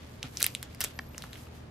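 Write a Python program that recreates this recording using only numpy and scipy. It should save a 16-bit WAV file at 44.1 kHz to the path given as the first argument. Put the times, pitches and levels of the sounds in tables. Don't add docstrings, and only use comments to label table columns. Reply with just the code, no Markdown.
import sys
import numpy as np
from scipy import signal
from scipy.fft import rfft, irfft
from scipy.io import wavfile
from scipy.ndimage import uniform_filter1d

SR = 44100
rng = np.random.default_rng(int(sys.argv[2]) if len(sys.argv) > 2 else 0)


def transcribe(signal):
    frames = np.atleast_2d(signal).T
    limited = np.clip(frames, -1, 1)
    pcm = np.round(limited * 32767).astype(np.int16)
    wavfile.write(sys.argv[1], SR, pcm)


N = 74970
TIME = np.arange(N) / SR


# (time [s], low ring [Hz], level [dB], middle ring [Hz], level [dB], high ring [Hz], level [dB],
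#  sharpness [ratio], grit level [dB], room send [dB])
SNAPS = [ (0.2295, 2640, 1, 4490, -6, 5820, -7, 2.98, -19.5, -4),
         (0.3717, 2370, -11.5, 4740, -4, 5770, 2, 3.8, -19.5, -2),
         (.3987, 2510, -5.5, 4000, -14, 12000, -15, 6.7, -37, 13.5),
         (0.4043, 4530, -3, 10100, -4.5, 14100, -0.5, 7.6, -19, 2),
         (0.4102, 1410, 0.5, 2100, -1, 3300, -8, 3.4, -25, -9),
         (0.4171, 3900, 4.5, 5800, -10, 8900, -5, 15, -10, -13),
         (0.4199, 4200, -10, 6100, 2.5, 13900, -13, 9.9, -15, 4),
         (0.428, 4020, 6.5, 9240, 3, 12100, 10.5, 2.1, -6.5, -12),
         (0.4417, 3240, -4.5, 8500, 3.5, 13000, -16, 3, -7.5, 3.5),
         (0.4435, 2400, 5, 5630, -2, 8950, 7.5, 2.8, -5.5, -9),
         (0.4596, 900, -15.5, 1790, -4, 3240, -8, 2.9, -22, 4),
         (.4649, 2280, 2.5, 3670, 5, 13100, 10, 3.9, -11.5, -4.5),
         (0.55, 2390, 1.5, 3630, 2, 8850, -0.5, 3.64, -34, -7),
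         (0.6286, 1590, -7, 4060, -7.5, 11200, -7, 2.2, -17, 0),
         (0.7087, 1900, -27, 2300, -21, 3800, -23, 6.2, -56, 4),
         (.7476, 2220, -16.5, 5500, -18.5, 11100, -21.5, 4.5, -29, 0),
         (0.8061, 2040, -5, 4770, -3, 13700, 2, 2.7, -9.5, 2.5),
         (0.8108, 2100, -8.5, 5900, -4, 9500, -3.5, 3.4, -8.5, -8),
         (0.8145, 1350, -2, 4540, -5, 9500, -5, 1.8, -10.5, 4),
         (0.8174, 1650, -3.5, 3600, -0.5, 5100, 1.5, 4.2, -18, -0.5),
         (0.8405, 2330, 0, 7750, 3, 11700, 4, 5.3, -8, -4.5),
         (0.8453, 1860, -2.5, 7600, -7, 11200, -4, 1.74, -33, -23),
         (0.8462, 3600, -0.5, 10300, -26, 12100, -6, 9.5, -8, 1.5),
         (1.146, 2160, -21, 2710, -11.5, 4400, -41, 6.7, -37, -6),
         (1.1802, 1700, -10, 6440, -7.5, 12500, -18, 2.4, -16.5, -3),
         (1.2224, 3200, -8.5, 4060, -8, 9200, -18.5, 1.5, -31, -2.5),
         (1.2393, 1010, -4.5, 1760, -9.5, 3200, -31, 1.7, -29, -0.5),
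         (1.3314, 1600, -14, 4000, -10.5, 7400, -22, 2.4, -25.5, -1.5),
         (1.3559, 2050, -11, 3240, -14, 8100, -32, 4.2, -34, -6),
         (1.4695, 1150, -10, 2540, -18, 4450, -29, 5.1, -40, -15)]

def edge_snaps(widening=1.323, rim_echo_s=0.0005, grit_decay_s=0.0017):
    direct, send, kick = np.zeros(N), np.zeros(N), impulse()
    for s, f1, db1, f2, db2, f3, db3, sharpness, grit_db, room_db in SNAPS:
        rings = 0
        for hz, db, sign in ((f1, db1, 1), (f2, db2, -1), (f3, db3, -1)):
            width = widening * hz / sharpness
            rings = rings + sign * from_db(db) * resonate(resonate(kick, hz, width), hz, width)
        echo_lag = int(rim_echo_s * SR * rng.uniform(0.55, 1.4))
        rings = rings + from_db(-14) * np.roll(rings, echo_lag)
        slips = rng.standard_normal(len(kick)) * np.exp(-TIME[:len(kick)] / grit_decay_s)
        grit = high_pass(slips / np.linalg.norm(slips), hz=330)
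        snap = high_pass(rings, hz=890) + from_db(grit_db) * grit
        add(direct, s, snap)
        plain_click = np.linalg.norm(snap) * high_pass(kick, hz=400)
        add(send, s, from_db(room_db) * (from_db(-3) * snap + from_db(-6.5) * plain_click))
    return direct, send


# (frequency [Hz], bandwidth [Hz], level [dB])
PLATE_MODES = [(2080, 200, -8), (2910, 250, -7.5), (3870, 300, -7), (5640, 400, -5.5), (8430, 500, -11)]

def plate_ring(snaps):
    ring = sum(from_db(db) * resonate(snaps, hz, width) for hz, width, db in PLATE_MODES)
    return from_db(-1) * snaps + ring


# (frequency [Hz], bandwidth [Hz], level [dB])
TOCK_MODES = [(764, 60, 0.5), (1058, 50, 5), (1850, 140, -3), (2230, 98, 5), (2640, 150, -2.5),
              (3190, 97, -2.5), (4060, 360, -7), (4770, 220, -1), (5800, 340, -6.5), (9300, 5400, -23),
              (13800, 2100, -24)]
# (frequency [Hz], level [dB])
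BENDING_WAVE = [(3020, -44), (2235, -32), (1750, -32), (1864, -27.5), (1720, -30), (1230, -36.5),
                (890, -38)]

def buckling_tock(onset_s=0.99, sweep_s=0.007):
    out, t = np.zeros(N), TIME[TIME < sweep_s]
    steps = np.linspace(0, sweep_s, len(BENDING_WAVE))
    hz, db = (np.interp(t, steps, column) for column in np.transpose(BENDING_WAVE))
    add(out, onset_s, struck(TOCK_MODES))
    add(out, onset_s, from_db(db) * np.sin(2 * np.pi * np.cumsum(hz) / SR))
    return out


# (time [s], level [dB], bass cut [Hz])
BUMPS = [(0.24, 3.5, 35.2), (0.247, -1, 35), (0.255, -6.5, 35), (0.989, 0.5, 110), (1.147, -3, 150),
         (1.195, -6, 200), (1.2375, -2, 420), (1.2426, -4.5, 420)]
# (frequency [Hz], bandwidth [Hz], level [dB])
BUMP_MODES = [(72, 36, 5), (131.4, 33, 6.5), (265, 37, 4), (382, 120, -7.5), (480, 86, -4.5),
              (610, 170, -11.5), (766, 73, -7), (1380, 190, -11)]

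def table_bumps():
    out, bump = np.zeros(N), struck(BUMP_MODES)
    for s, db, low_hz in BUMPS:
        add(out, s, from_db(db) * high_pass(bump, low_hz))
    return out


# (time [s], level [dB])
DRAG_ENVELOPE = [(.402, -59), (.413, -44.5), (.426, -47), (.432, -61), (.445, -58), (.47, -62)]
# (frequency [Hz], bandwidth [Hz], level [dB])
DRAG_MODES = [(380, 77, 1.5), (650, 180, 3), (850, 220, -5.5), (1480, 210, 6)]

def edge_drag(slips_per_s=1500):
    s, db = np.transpose(DRAG_ENVELOPE)
    slips = (rng.random(N) < slips_per_s / SR) * rng.standard_normal(N)
    judder = unit_rms(signal.fftconvolve(slips, struck(DRAG_MODES))[:N])
    sounding = (TIME > s[0]) & (TIME < s[-1])
    return sounding * from_db(np.interp(TIME, s, db)) * judder


# (time [s], level [dB], treble gain [dB])
RUB_ENVELOPE = [(0, -54, -11), (0.131, -58.5, -2), (0.212, -59, -7.5), (0.258, -45.5, -13), (.31, -62, 3.5),
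                (.36, -51.5, 0), (.41, -55.5, 13), (.47, -61.5, 13), (.55, -56.5, 4), (.68, -56, -11),
                (.73, -55.5, -3), (.78, -59.5, -11), (.83, -46, 8), (.93, -56.5, -6.5), (1.1, -61.5, -5),
                (1.24, -53, -0.5), (1.3, -58, -3), (1.34, -52, -5), (1.431, -57.5, 5.5), (1.5, -60, -11.5),
                (1.56, -56.5, 0.5), (1.7, -64, -20.5)]
# (frequency [Hz], relative spectral density [dB])
RUB_SPECTRUM = [(300, -9.5), (800, -9.5), (1800, 3.5), (3600, 1.5), (6000, -1.5), (9000, -4.5),
                (13000, -3.5), (16000, -7.5)]

def rubbing(grain_db=2.5, treble_hz=5880, top_hz=14500):
    s, db, treble_db = np.transpose(RUB_ENVELOPE)
    grain = unit_rms(uniform_filter1d(rng.standard_normal(N), size=70))
    hiss = low_pass(coloured_noise(RUB_SPECTRUM), top_hz, order=10)
    hiss = unit_rms(hiss * from_db(grain_db * grain))
    dull = signal.sosfiltfilt(signal.butter(2, treble_hz, fs=SR, output="sos"), hiss)
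    treble = from_db(np.interp(TIME, s, treble_db)) * (hiss - dull)
    return from_db(np.interp(TIME, s, db)) * (dull + treble)


# (time [s], frequency [Hz], level [dB])
WHISTLE = [(.92, 12270, -75), (.945, 12430, -63), (.99, 12550, -61), (1.045, 12480, -62),
           (1.06, 12620, -65), (1.105, 12350, -66), (1.17, 11470, -70), (1.21, 11500, -95),
           (1.265, 11660, -74), (1.305, 11780, -67), (1.345, 11750, -70)]

def whistle(roughness=0.8, waver_hz=36):
    s, hz, db = np.transpose(WHISTLE)
    waver = roughness * unit_rms(low_pass(rng.standard_normal((2, N)), waver_hz, order=2))
    phase = 2 * np.pi * np.cumsum(np.interp(TIME, s, hz)) / SR
    squeak = unit_rms((1 + waver[0]) * np.cos(phase) + waver[1] * np.sin(phase))
    sounding = (TIME > s[0]) & (TIME < s[-1])
    return sounding * from_db(np.interp(TIME, s, db)) * squeak


def stereo_ports(board, lag_s=0.000014, echo_s=0.00025):
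    delay = np.exp(-2j * np.pi * np.fft.rfftfreq(N, 1 / SR) * lag_s)
    late = irfft(rfft(board) * delay, N)
    echo = from_db(-15) * np.roll(high_pass(board, hz=4000), int(echo_s * SR))
    return np.array([from_db(-0.5) * (late + echo), board - echo])


# (frequency [Hz], band level [dB])
ROOM_SPECTRUM = [(200, -7.5), (500, -8), (900, -7.5), (2000, -3.5), (3600, -0.5), (7000, -4.5), (12000, -8),
                 (16000, -19.5)]
# (frequency [Hz], reverberation time [s])
ROOM_T60 = [(200, 0.29), (3000, 0.19), (14000, 0.05)]

def room(send, build_s=0.00044, correlation=0.35):
    tail, build = 0, 1 - np.exp(-TIME / build_s)
    for hz, band in noise_bands([(1000, correlation)]):
        fade = build * np.exp(-np.log(1000) * TIME / at_hz(ROOM_T60, hz))
        tail = tail + from_db(at_hz(ROOM_SPECTRUM, hz)) * band * fade / np.linalg.norm(fade)
    return signal.fftconvolve(send[None], tail, axes=1)[:, :N]


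# (frequency [Hz], rms level [dB])
HUM = [(78, -54.5), (120, -55.5), (240, -62.5)]
# (frequency [Hz], relative spectral density [dB])
AIR_SPECTRUM = [(15, -42.5), (25, -14), (48, -6), (70, -3), (123, -4.5), (157, -6.5), (249, -10),
                (394, -14), (489, -14), (575, -15.5), (1190, -22.5), (1370, -23), (3430, -37), (13200, -50),
                (16000, -77)]

def hum_and_air(air_db=-49):
    hum = sum(np.sqrt(2) * from_db(db) * np.sin(2 * np.pi * (hz * TIME + rng.random())) for hz, db in HUM)
    return from_db(air_db) * coloured_noise(AIR_SPECTRUM) + hum


# (frequency [Hz], correlation [ratio])
NOISE_CORRELATION = [(50, .99), (130, 1), (250, 0.64), (500, 0.1), (1500, 0.065), (5000, 0.052),
                     (14000, 0.1)]

def coloured_noise(spectrum):
    bands = noise_bands(NOISE_CORRELATION)
    return unit_rms(sum(from_db(at_hz(spectrum, hz)) * band for hz, band in bands))


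def noise_bands(correlation):
    edges = 20 * 2 ** np.arange(0, 10.1, .5)
    white = rng.standard_normal((2, 2, N + SR // 4))
    for k, (low, high) in enumerate(zip(edges, edges[1:])):
        band_pass = signal.butter(2, [low, high], "band", fs=SR, output="sos")
        mid, side = signal.sosfilt(band_pass, white[k % 2])[:, -N:]
        hz = np.sqrt(low * high)
        c = at_hz(correlation, hz)
        yield hz, np.sqrt((1 + c) / 2) * mid + np.sqrt((1 - c) / 2) * side * [[1], [-1]]


def struck(modes):
    return sum((-1) ** k * from_db(db) * resonate(impulse(), hz, width)
               for k, (hz, width, db) in enumerate(modes))


def resonate(x, hz, width_hz):
    return signal.lfilter(*signal.iirpeak(hz, hz / width_hz, fs=SR), x)


def impulse():
    return signal.unit_impulse(SR // 10) + 1e-18


def high_pass(x, hz):
    return signal.sosfilt(signal.butter(2, hz, "high", fs=SR, output="sos"), x)


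def low_pass(x, hz, order):
    return signal.sosfilt(signal.butter(order, hz, fs=SR, output="sos"), x)


def from_db(db):
    return 10 ** (np.asarray(db) / 20)


def unit_rms(x):
    return x / np.sqrt(np.mean(x ** 2) + 1e-20)


def at_hz(points, hz):
    frequencies, values = np.transpose(points)
    return np.interp(np.log(hz), np.log(frequencies), values)


def add(track, s, sound):
    i = round(s * SR)
    track[i:i + len(sound)] += sound[:N - i]


def scene(tock_room_db=-16, bump_room_db=-4):
    snaps, snap_send = edge_snaps()
    tock, bumps = buckling_tock(), table_bumps()
    reverberation = room(snap_send + from_db(tock_room_db) * tock + from_db(bump_room_db) * bumps)
    board = plate_ring(snaps) + tock + bumps + edge_drag() + whistle()
    return stereo_ports(board) + reverberation + rubbing() + hum_and_air()


def record(dry, top_hz=14500, ceiling=0.95, cutoff_hz=17000):
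    clipped = np.clip(low_pass(dry, top_hz, order=4), -ceiling, ceiling)
    return signal.sosfilt(signal.cheby2(14, 60, cutoff_hz, fs=SR, output="sos"), clipped)


dry = scene()
out = record(dry)
transcribe(out)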